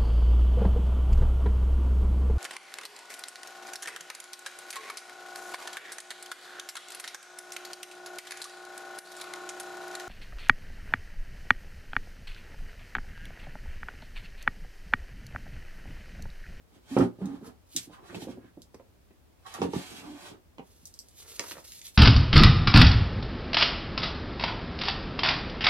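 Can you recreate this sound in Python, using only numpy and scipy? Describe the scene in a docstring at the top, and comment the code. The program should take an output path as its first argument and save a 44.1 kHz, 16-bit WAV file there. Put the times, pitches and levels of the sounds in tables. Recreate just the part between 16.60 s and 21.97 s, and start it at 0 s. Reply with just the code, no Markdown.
"""A cardboard box is bumped shut, picked up, set on a cabinet and pushed into place in a small furnished room.
Knocks ring its panels as decaying modes; sliding shakes them with random slips and sawtooth judders.
A bracelet ticks on the moving wrist in sharp snaps. Then a hand takes up a small paper packet:
snapping creases crackle, and fine grains of friction rustle. A stereo microphone stands near by."""
import sys
import numpy as np
from scipy import signal
from scipy.fft import rfft, irfft
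from scipy.io import wavfile

SR = 44100
rng = np.random.default_rng(int(sys.argv[2]) if len(sys.argv) > 2 else 0)


def wav_record(signal):
    """Record a signal, one row per channel, as 16-bit PCM in the file named by sys.argv[1]."""
    frames = np.transpose(np.atleast_2d(signal))
    bounded = np.clip(frames, -1, 1)
    # unit amplitude maps onto the largest positive 16-bit level
    quanta = np.round(bounded * 32767).astype(np.int16)
    wavfile.write(sys.argv[1], SR, quanta)


N = 236946
TIME = np.arange(N) / SR
TOP_HZ = 16100  # upper limit of the microphone

# panel modes of box and cabinet: pitch_hz, level_db, t60_s (undamped, before the limit set in ring)
BOX_MODES = [(84.1, -12.5, 0.096), (119.7, -7, 0.26), (182.1, -6.5, 0.23), (243.4, 0, 0.15),
             (277.3, 4.5, 0.086), (354, 0.5, 0.083), (680, -24, .15), (795.5, -7, .15), (893, -18, 0.3),
             (1328, -9, 0.052), (1560, -34.5, 0.2)]
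CABINET_MODES = [(86.2, -9.5, 0.15), (142.2, -2, 0.11), (180, -0.5, 0.17), (240.4, 1.5, 0.077),
                 (283, 2.5, 0.13), (364, 11, 0.035), (792, -3, 0.2), (921, 2.5, 0.059), (1159, -5.5, 0.12)]


def undb(db):
    """Decibels to gain."""
    return 10 ** (np.asarray(db) / 20)


def unit(x):
    """Scale to rms 1."""
    return x / np.sqrt(np.mean(x ** 2))


def lookup(table, hz):
    """Read (Hz, value) points on a log-frequency axis."""
    f, value = np.transpose(table)
    return np.interp(np.log(hz + 1), np.log(f), value)


def convolve(x, response):
    """Pass a sound through a response, keeping its length."""
    return signal.fftconvolve(x, response)[:len(x)]


def colour(x, spectrum, size=4096):
    """Causal minimum-phase filter of unit energy, shaped by the given spectrum."""
    gain = undb(lookup(spectrum, np.fft.rfftfreq(size, 1 / SR)))
    cepstrum = irfft(np.log(gain))
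    # folding the cepstrum forward makes the filter respond at once
    cepstrum[1:size // 2] *= 2
    cepstrum[size // 2 + 1:] = 0
    response = irfft(np.exp(rfft(cepstrum)))
    return convolve(x, response / np.linalg.norm(response))


def cut(x, hz, kind, order=2):
    """Low-pass or high-pass."""
    sos = signal.butter(order, min(hz, SR / 2 - 1000), kind, fs=SR, output="sos")
    return signal.sosfilt(sos, x)


def add(out, s, sound):
    """Mix a sound in at time s."""
    start = max(int(s * SR), 0)
    out[..., start:start + sound.shape[-1]] += sound[..., :N - start]


def burst(t60, size=16384):
    """A dying spray of noise of unit energy."""
    spray = rng.standard_normal(size) * undb(-60 * TIME[:size] / t60)
    return spray / np.linalg.norm(spray)


def ring(modes, damping=1, rise_s=0.00028, size=16384):
    """Response of a tapped panel, of unit energy; neighbouring modes swing oppositely, so the boom builds up."""
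    longest_ring_s = .4
    t, tone = TIME[:size], 0
    for k, (hz, db, t60) in enumerate(modes):
        # card is lossy: the higher the mode, the lower the limit on its ring
        t60 = min(t60, longest_ring_s / (1 + hz / 300))
        envelope = undb(db - 60 * damping * t / t60)
        tone = tone + (-1) ** k * envelope * np.cos(2 * np.pi * hz * t)
    tone = cut(tone * (1 - np.exp(-t / rise_s)), 82.7, "high")
    return tone / np.linalg.norm(tone)


def friction(rate, spread_db, patchy_db, patch_rate=45):
    """Tiny slips of unequal size, coming in patches as the surfaces catch and let go; rates per second."""
    slips = (rng.random(N) < rate / SR) * rng.choice([-1, 1], N)
    sizes = undb(spread_db * np.minimum(rng.exponential(size=N), 4))
    patches = np.interp(TIME * patch_rate, np.arange(N), rng.standard_normal(N))
    return unit(slips * sizes * undb(patchy_db * patches))


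def gestures(table, attack_s, release_s):
    """A hand's swell, hold and release per row, summed in power; one gain curve for each dB column."""
    power = np.zeros((len(table[0]) - 2, N))
    for s, length, *db in table:
        start = max(s - attack_s, 0)
        t = TIME[:int((attack_s + length + release_s) * SR)] + start - s
        # attack and release are the times to move 60 dB
        fade = np.maximum(-t, 0) / attack_s + np.maximum(t - length, 0) / release_s
        add(power, start, np.outer(undb(db), undb(-60 * fade)) ** 2)
    return np.sqrt(power)


def knocks(table, modes, ring_db, slap_db, slap_t60):
    """Each blow rings the panels and slaps the card; a softer contact keeps only the low notes."""
    # spectrum of the slap: pitch_hz, level_db
    slap_spectrum = [(60, -15), (200, 1), (400, 4), (800, -3), (1400, -15.5), (2500, -5), (5000, -9.5),
                     (15000, 2.5)]
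    out, tone = np.zeros(N), ring(modes)
    for s, db, corner_hz, extra_db in table:
        slap = colour(burst(slap_t60), slap_spectrum)
        blow = undb(ring_db) * tone + undb(slap_db + extra_db) * slap
        add(out, s, undb(db) * cut(blow, corner_hz, "low", order=3))
    return out


def clicks(table, spectrum, level_db, click_t60, splinter_db):
    """One sharp snap with a little splintering; the smaller the thing that snaps, the less bass it has."""
    out = np.zeros(N)
    for s, db, low_hz in table:
        snap = undb(splinter_db) * burst(click_t60, size=2048)
        snap[0] += 1
        snap = cut(colour(snap, spectrum), low_hz, "high", order=4)
        add(out, s, undb(level_db + db) * snap)
    return out


def room(dry, wet_db, right_db, lag_ms, apart=2.86, gap_s=0.00018, diffuse_hz=380, count=12, size=3):
    """Direct sound, later at the left port, plus a short tail that differs at the two ports and keeps shifting."""
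    # reverberation time of the room: pitch_hz, t60_s
    room_t60 = [(200, 0.25), (1000, 0.2), (4000, 0.14), (8000, 0.13)]
    moves_per_s = 9  # new patterns of reflections per second
    t = TIME[:SR // 3]
    octave = np.log2(np.fft.rfftfreq(len(t), 1 / SR) + 1)
    centres = np.linspace(np.log2(100), np.log2(TOP_HZ), count)
    shared, *own = rfft(rng.standard_normal((3, size, len(t))))

    # the sound wanders among several tails at constant total power
    paths = rng.standard_normal((size, 100))
    places = np.array([np.interp(TIME * moves_per_s, np.arange(len(path)), path) for path in paths])
    sent = dry * places / np.linalg.norm(places, axis=0)

    ports = []
    for field in shared + apart * np.array(own):
        tails = 0
        for centre, band in zip(centres, np.eye(count)):
            noise = irfft(field * np.interp(octave, centres, band), len(t))
            tails = tails + noise * undb(-60 * t / lookup(room_t60, 2 ** centre))
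        # the tail waits for the first reflection and lacks deep bass
        tails = cut(tails * np.clip(t / gap_s - .5, 0, 1), diffuse_hz, "high")
        wet = sum(convolve(part, tail / np.linalg.norm(tail)) for part, tail in zip(sent, tails))
        ports.append(dry + undb(wet_db) * wet)

    lag = np.exp(-2j * np.pi * np.fft.rfftfreq(N, 1000 / SR) * lag_ms)  # frequency in kHz
    left = irfft(rfft(ports[0]) * lag, N)
    return np.array([undb(-right_db / 2) * left, undb(right_db / 2) * ports[1]])


def room_air():
    """A faint steady rumble, partly shared by the two ports, and a separate hiss in each."""
    # spectrum of the air: pitch_hz, level_db
    air_spectrum = [(20, -11.5), (50, -3), (85, 0), (130, -11), (280, -12.5), (600, -16.5), (1500, -25.5),
                    (5000, -34), (16000, -56)]
    air_db, mic_hiss_db = -60.5, -72
    shared, left, right = (colour(noise, air_spectrum) for noise in rng.standard_normal((3, N)))
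    hiss = undb(mic_hiss_db) * rng.standard_normal((2, N))
    air = unit(0.6 * cut(shared, 280, "low") + np.array([left, right]))
    return undb(air_db) * air + hiss


def packet_taps():
    """Fingers land on the packet, ringing its small panels and slapping the wrapping."""
    # landings: start_s, level_db, contact_corner_hz, slap_db
    taps = [(4.7965, -17.5, 1860, 6), (4.839, -20, 2000, -9), (4.911, -22, 2230, 2), (4.950, -32, 1800, -1),
            (4.981, -25.5, 1600, 3)]
    # panel modes: pitch_hz, level_db, t60_s (before the limit set in ring)
    packet_modes = [(314, -2, 0.11), (474, -8, 0.1), (764, 0, 0.037), (932, 8.5, 0.042), (1230, 12, 0.017),
                    (1590, 1.5, 0.023)]
    return knocks(taps, packet_modes, ring_db=0.5, slap_db=13.0, slap_t60=0.079)


def packet_creases():
    """Creases of the packet snap with a short splintering crackle."""
    # snaps: start_s, level_db, lowest_pitch_hz
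    creases = [(4.7945, -3, 880), (4.7961, -6.5, 510), (4.839, -29, 800), (4.911, -13, 890),
               (4.919, -12.5, 1200), (4.980, -27, 910), (5.1205, -16.5, 2320), (5.216, -17.5, 2370),
               (5.268, -14.5, 2540)]
    # spectrum of a snap: pitch_hz, level_db
    crease_spectrum = [(100, -10.5), (450, 4), (900, 0), (1800, 8), (3500, 6), (7000, 6), (12000, -7),
                       (16000, -18)]
    return clicks(creases, crease_spectrum, level_db=-14.0, click_t60=0.0085, splinter_db=9.5)


def rustling_packet():
    """Fingers brush the wrapping in fine grains, small crinkles break through, and paper flexes in coarser folds."""
    # fingers brushing over skin and wrapping: full_speed_s, length_s, level_db
    brushes = [(.865, 0.016, -54.5), (1.13, 0.12, -51), (1.61, 0.033, -52.5), (4.07, 0.464, -63.5),
               (4.582, 0.042, -48.5), (4.68, 0.086, -48), (4.805, 0.084, -45.5), (4.897, 0.027, -43),
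               (4.96, 0.048, -54), (5.053, 0.14, -49.5), (5.254, 0.028, -42.5), (5.355, .02, -52)]
    # the packet flexes under a squeeze: full_force_s, length_s, level_db
    squeezes = [(4.59, 0.48, -60.5), (4.80, 0.087, -53.5), (4.942, 0.028, -48), (5.025, 0.015, -57)]
    # spectra of brushed paper and of flexing: pitch_hz, level_db
    paper_spectrum = [(700, -28), (2000, -10), (3500, -1.5), (7000, -1), (12000, -1.5), (16000, -23)]
    flex_spectrum = [(120, -13.5), (420, 7), (900, -2.5), (1400, -1), (2200, -2.5), (5000, -44)]
    brush, = gestures(brushes, attack_s=0.15, release_s=0.09)
    flex, = gestures(squeezes, attack_s=.015, release_s=.07)
    grains = friction(rate=7700, spread_db=1.5, patchy_db=2.5, patch_rate=140)
    crinkles = friction(rate=320, spread_db=2.5, patchy_db=2)
    folds = colour(flex * friction(rate=350, spread_db=2.5, patchy_db=2), flex_spectrum)
    rustle = colour(brush * (undb(-2.5) * grains + undb(-13.0) * crinkles), paper_spectrum)
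    return rustle + undb(-3.0) * folds


def bracelet_ticks():
    """Bracelet and fingernail tick: tiny hard contacts, sharp and almost without bass."""
    # ticks: start_s, level_db, lowest_pitch_hz
    ticks = [(.387, -19, 4000), (.657, -25, 3620), (1.1626, -13.5, 3000), (1.1643, 0, 1470),
             (1.1745, -13, 2580), (2.019, -24.5, 3900), (2.145, -31.5, 4000), (2.940, -13, 5660),
             (4.255, -16, 5000), (4.272, -19.5, 4090), (4.340, -25.5, 5000), (4.390, -16.5, 3900),
             (4.4855, -22.5, 6040)]
    # spectrum of a tick: pitch_hz, level_db
    tick_spectrum = [(100, -13), (1500, -15.5), (3300, 9.5), (7000, 11), (12000, 3), (16000, -13)]
    return clicks(ticks, tick_spectrum, level_db=-8.5, click_t60=0.0035, splinter_db=5.5)


def cabinet_knocks():
    """The box meets the cabinet top, and the blows ring the cabinet's panels."""
    # meetings: start_s, level_db, contact_corner_hz, slap_db
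    landings = [(2.986, -19, 880, -2), (2.997, -12, 300, -11), (3.0172, -5, 1600, 5), (3.028, -14, 1700, 9),
                (3.039, -11, 600, 2), (3.049, -11.5, 557, 13), (3.078, -11, 243, 3), (3.1335, -12, 1010, 8),
                (3.143, -22, 1100, 6), (3.155, -2, 303, -12), (3.311, -23, 390, -14),
                (3.9826, -26, 2830, 5.5), (3.995, -23, 1950, 7), (4.222, -29.5, 190, -7)]
    return knocks(landings, CABINET_MODES, ring_db=7.0, slap_db=9.0, slap_t60=0.026)


def rim_cracks():
    """The hard rim of the box cracks against the cabinet in splintering snaps."""
    # cracks: start_s, level_db, lowest_pitch_hz
    cracks = [(3.0168, 0.5, 1200), (3.028, -8.5, 1400), (3.1345, -5, 1200), (3.9826, -14, 920)]
    # spectrum of a crack: pitch_hz, level_db
    rim_spectrum = [(1000, 16.5), (3500, 6.5), (6000, 0), (15000, -38)]
    return clicks(cracks, rim_spectrum, level_db=-19.5, click_t60=0.023, splinter_db=10.0)


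def scuffs(width=0.35):
    """Card rubs card: a quick swell and fade of noise in one resonance, its width a fraction of its pitch."""
    # rubs: start_s, length_s, level_db, pitch_hz
    rubs = [(0.394, 0.027, -43.5, 1310), (0.598, 0.093, -65, 940), (1.322, 0.036, -58.5, 1350),
            (1.379, 0.02, -58, 1060), (1.479, 0.046, -55.5, 1390), (1.76, 0.17, -71, 1610),
            (2.843, 0.045, -53.5, 980), (2.901, 0.12, -58.5, 1260)]
    out = np.zeros(N)
    for s, length, db, hz in rubs:
        swell = np.hanning(int(length * SR))
        b, a = signal.iirpeak(hz, 1 / width, fs=SR)
        rub = signal.lfilter(b, a, rng.standard_normal(len(swell)))
        add(out, s, undb(db) * swell * unit(cut(rub, 2 * hz, "low")))
    return out


def sliding_box():
    """Coarse slips shake the hand-damped panels, finer ones scrape, and the fibres of the surface hiss."""
    # strokes of hand or shelf along the cardboard: full_speed_s, length_s, shudder_db, scrape_db, hiss_db
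    strokes = [(.15, 0.0045, -50.5, -63, -64), (.31, 0.12, -45.5, -50.5, -51),
               (.615, 0.14, -48.5, -54, -66.5), (.84, 0.059, -48.5, -54, -69), (1.31, 0.23, -51, -60, -89),
               (1.335, 0.0076, -74, -66, -60), (1.47, 0.15, -45, -58.5, -58), (1.69, 0.022, -33, -53, -59),
               (1.76, 0.1, -54.5, -71, -83), (2.89, 0.16, -68, -53, -54), (3.15, 0.038, -44, -45.5, -46.5),
               (3.19, 0.21, -50.5, -53.5, -49), (3.435, 0.17, -48, -51.5, -57.5),
               (3.62, 0.072, -52.5, -52, -51), (3.72, 0.028, -48, -59.5, -76)]
    # an edge of the box catches in a short rasp: full_speed_s, length_s, shudder_db, scrape_db, hiss_db
    rasps = [(.372, 0.047, -26.5, -39, -58), (1.166, 0.012, -59, -55.5, -44.5),
             (1.547, 0.0029, -47, -45, -46.5), (1.603, 0.022, -59, -68, -50),
             (2.864, 0.0033, -72, -50.5, -47), (2.941, 0.0061, -51.5, -40, -43.5),
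             (3.02, 0.014, -36, -43, -46)]
    # spectra of scraping edge and hissing fibres: pitch_hz, level_db
    scrape_spectrum = [(150, -24), (400, -5.5), (600, 2.5), (950, 3), (1500, -2), (2200, -10),
                       (4000, -19.5), (10000, -60)]
    hiss_spectrum = [(600, -18), (1600, 2.5), (3200, 8.5), (7000, 0), (12500, -4), (16000, -24)]
    stroke_gains = gestures(strokes, attack_s=0.21, release_s=0.14)
    rasp_gains = gestures(rasps, attack_s=.012, release_s=.07)
    shudder, scrape, hiss = np.hypot(stroke_gains, rasp_gains)
    body = cut(ring(BOX_MODES, damping=1.75) + ring(CABINET_MODES, damping=2.7), 408, "low")
    panels = convolve(shudder * friction(rate=97, spread_db=-3.0, patchy_db=5), body)
    edge = colour(scrape * friction(rate=2000, spread_db=3.0, patchy_db=2.5), scrape_spectrum)
    fibres = colour(hiss * friction(rate=9000, spread_db=0.5, patchy_db=1.2), hiss_spectrum)
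    return undb(-10.0) * panels + undb(-9.5) * edge + undb(-6.0) * fibres


def judders(jitter=0.1, size=150):
    """Card drags and lets go in a nearly regular sawtooth, heard through the damped panels."""
    # stick and slip: start_s, length_s, level_db, mean_slip_rate_hz
    slips = [(0.307, 0.054, -34, 272), (0.602, 0.082, -31.5, 187), (0.622, 0.15, -36.5, 277.3),
             (3.443, 0.15, -45, 289.8)]
    out, panel = np.zeros(N), ring(BOX_MODES, damping=17.9)
    for s, length, db, hz in slips:
        swell = signal.windows.tukey(int(length * SR), .6)
        uneven = np.repeat(rng.standard_normal(size), size)[:len(swell)]
        phase = 2 * np.pi * np.cumsum(hz * (1 + jitter * uneven)) / SR
        drag = convolve(signal.sawtooth(phase), panel)
        add(out, s, undb(db) * swell * unit(cut(drag, 1.14 * hz, "low")))
    return out


def box_knocks():
    """Knocks on the box while it is low down set its cardboard panels booming."""
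    # knocks: start_s, level_db, contact_corner_hz, slap_db
    bumps = [(.366, -11, 1120, 18), (.3722, 8.5, 1420, -9), (.3935, 10, 403, 1), (.409, 3, 1210, -9.5),
             (.419, -6, 436, 8.5), (.436, 0, 800, -15), (.448, -1.5, 397, 1), (.586, -22.5, 523, 4.5),
             (.606, -21, 450, 15), (.617, -25.5, 910, 12.5), (.735, -15, 348, -7), (.811, -22.5, 600, -0.5),
             (.824, -17.5, 333, 5), (1.148, -16, 362, -4.5), (1.1655, -20, 398, 1.5),
             (1.270, -21.5, 503, -21), (1.297, -26.5, 900, 3), (1.528, -21.5, 700, 1),
             (1.5455, -20.5, 3300, 5.5), (1.620, -13, 786, -2.5), (1.648, -29, 1100, 5),
             (1.670, -17, 546, 5), (1.683, -9.5, 550, 1.5), (1.773, -19, 730, 2), (1.841, -25.5, 430, 1),
             (1.971, -21, 555, 1.5), (2.143, -27.5, 1460, 8.5), (2.196, -35.5, 1410, 12.5),
             (2.507, -42, 1830, 10.5)]
    return knocks(bumps, BOX_MODES, ring_db=2.0, slap_db=13.5, slap_t60=0.061)


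def scene():
    """Packet, bracelet, cabinet and box, each with its own echo and stereo balance, over the room air."""
    packet = packet_taps() + packet_creases() + rustling_packet()
    ticks = bracelet_ticks()
    cabinet = cabinet_knocks() + rim_cracks()
    sliding = sliding_box() + scuffs()
    box = box_knocks() + judders()
    return (room_air()
            + room(packet, wet_db=-4.0, right_db=1.5, lag_ms=0.061)
            + room(ticks, wet_db=0.5, right_db=1.0, lag_ms=0.056)
            + room(cabinet, wet_db=-2.5, right_db=3.5, lag_ms=0.2)
            + room(sliding, wet_db=6.0, right_db=2, lag_ms=0.12)
            + room(box, wet_db=-4.5, right_db=3.0, lag_ms=0.096))


def record(dry):
    """The microphone thins the deepest bass and cuts the top."""
    thinned = cut(dry, 36, "high", order=4)
    top_cut = signal.ellip(8, .2, 70, TOP_HZ, fs=SR, output="sos")
    return signal.sosfilt(top_cut, thinned)


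dry = scene()
out = record(dry)
wav_record(out)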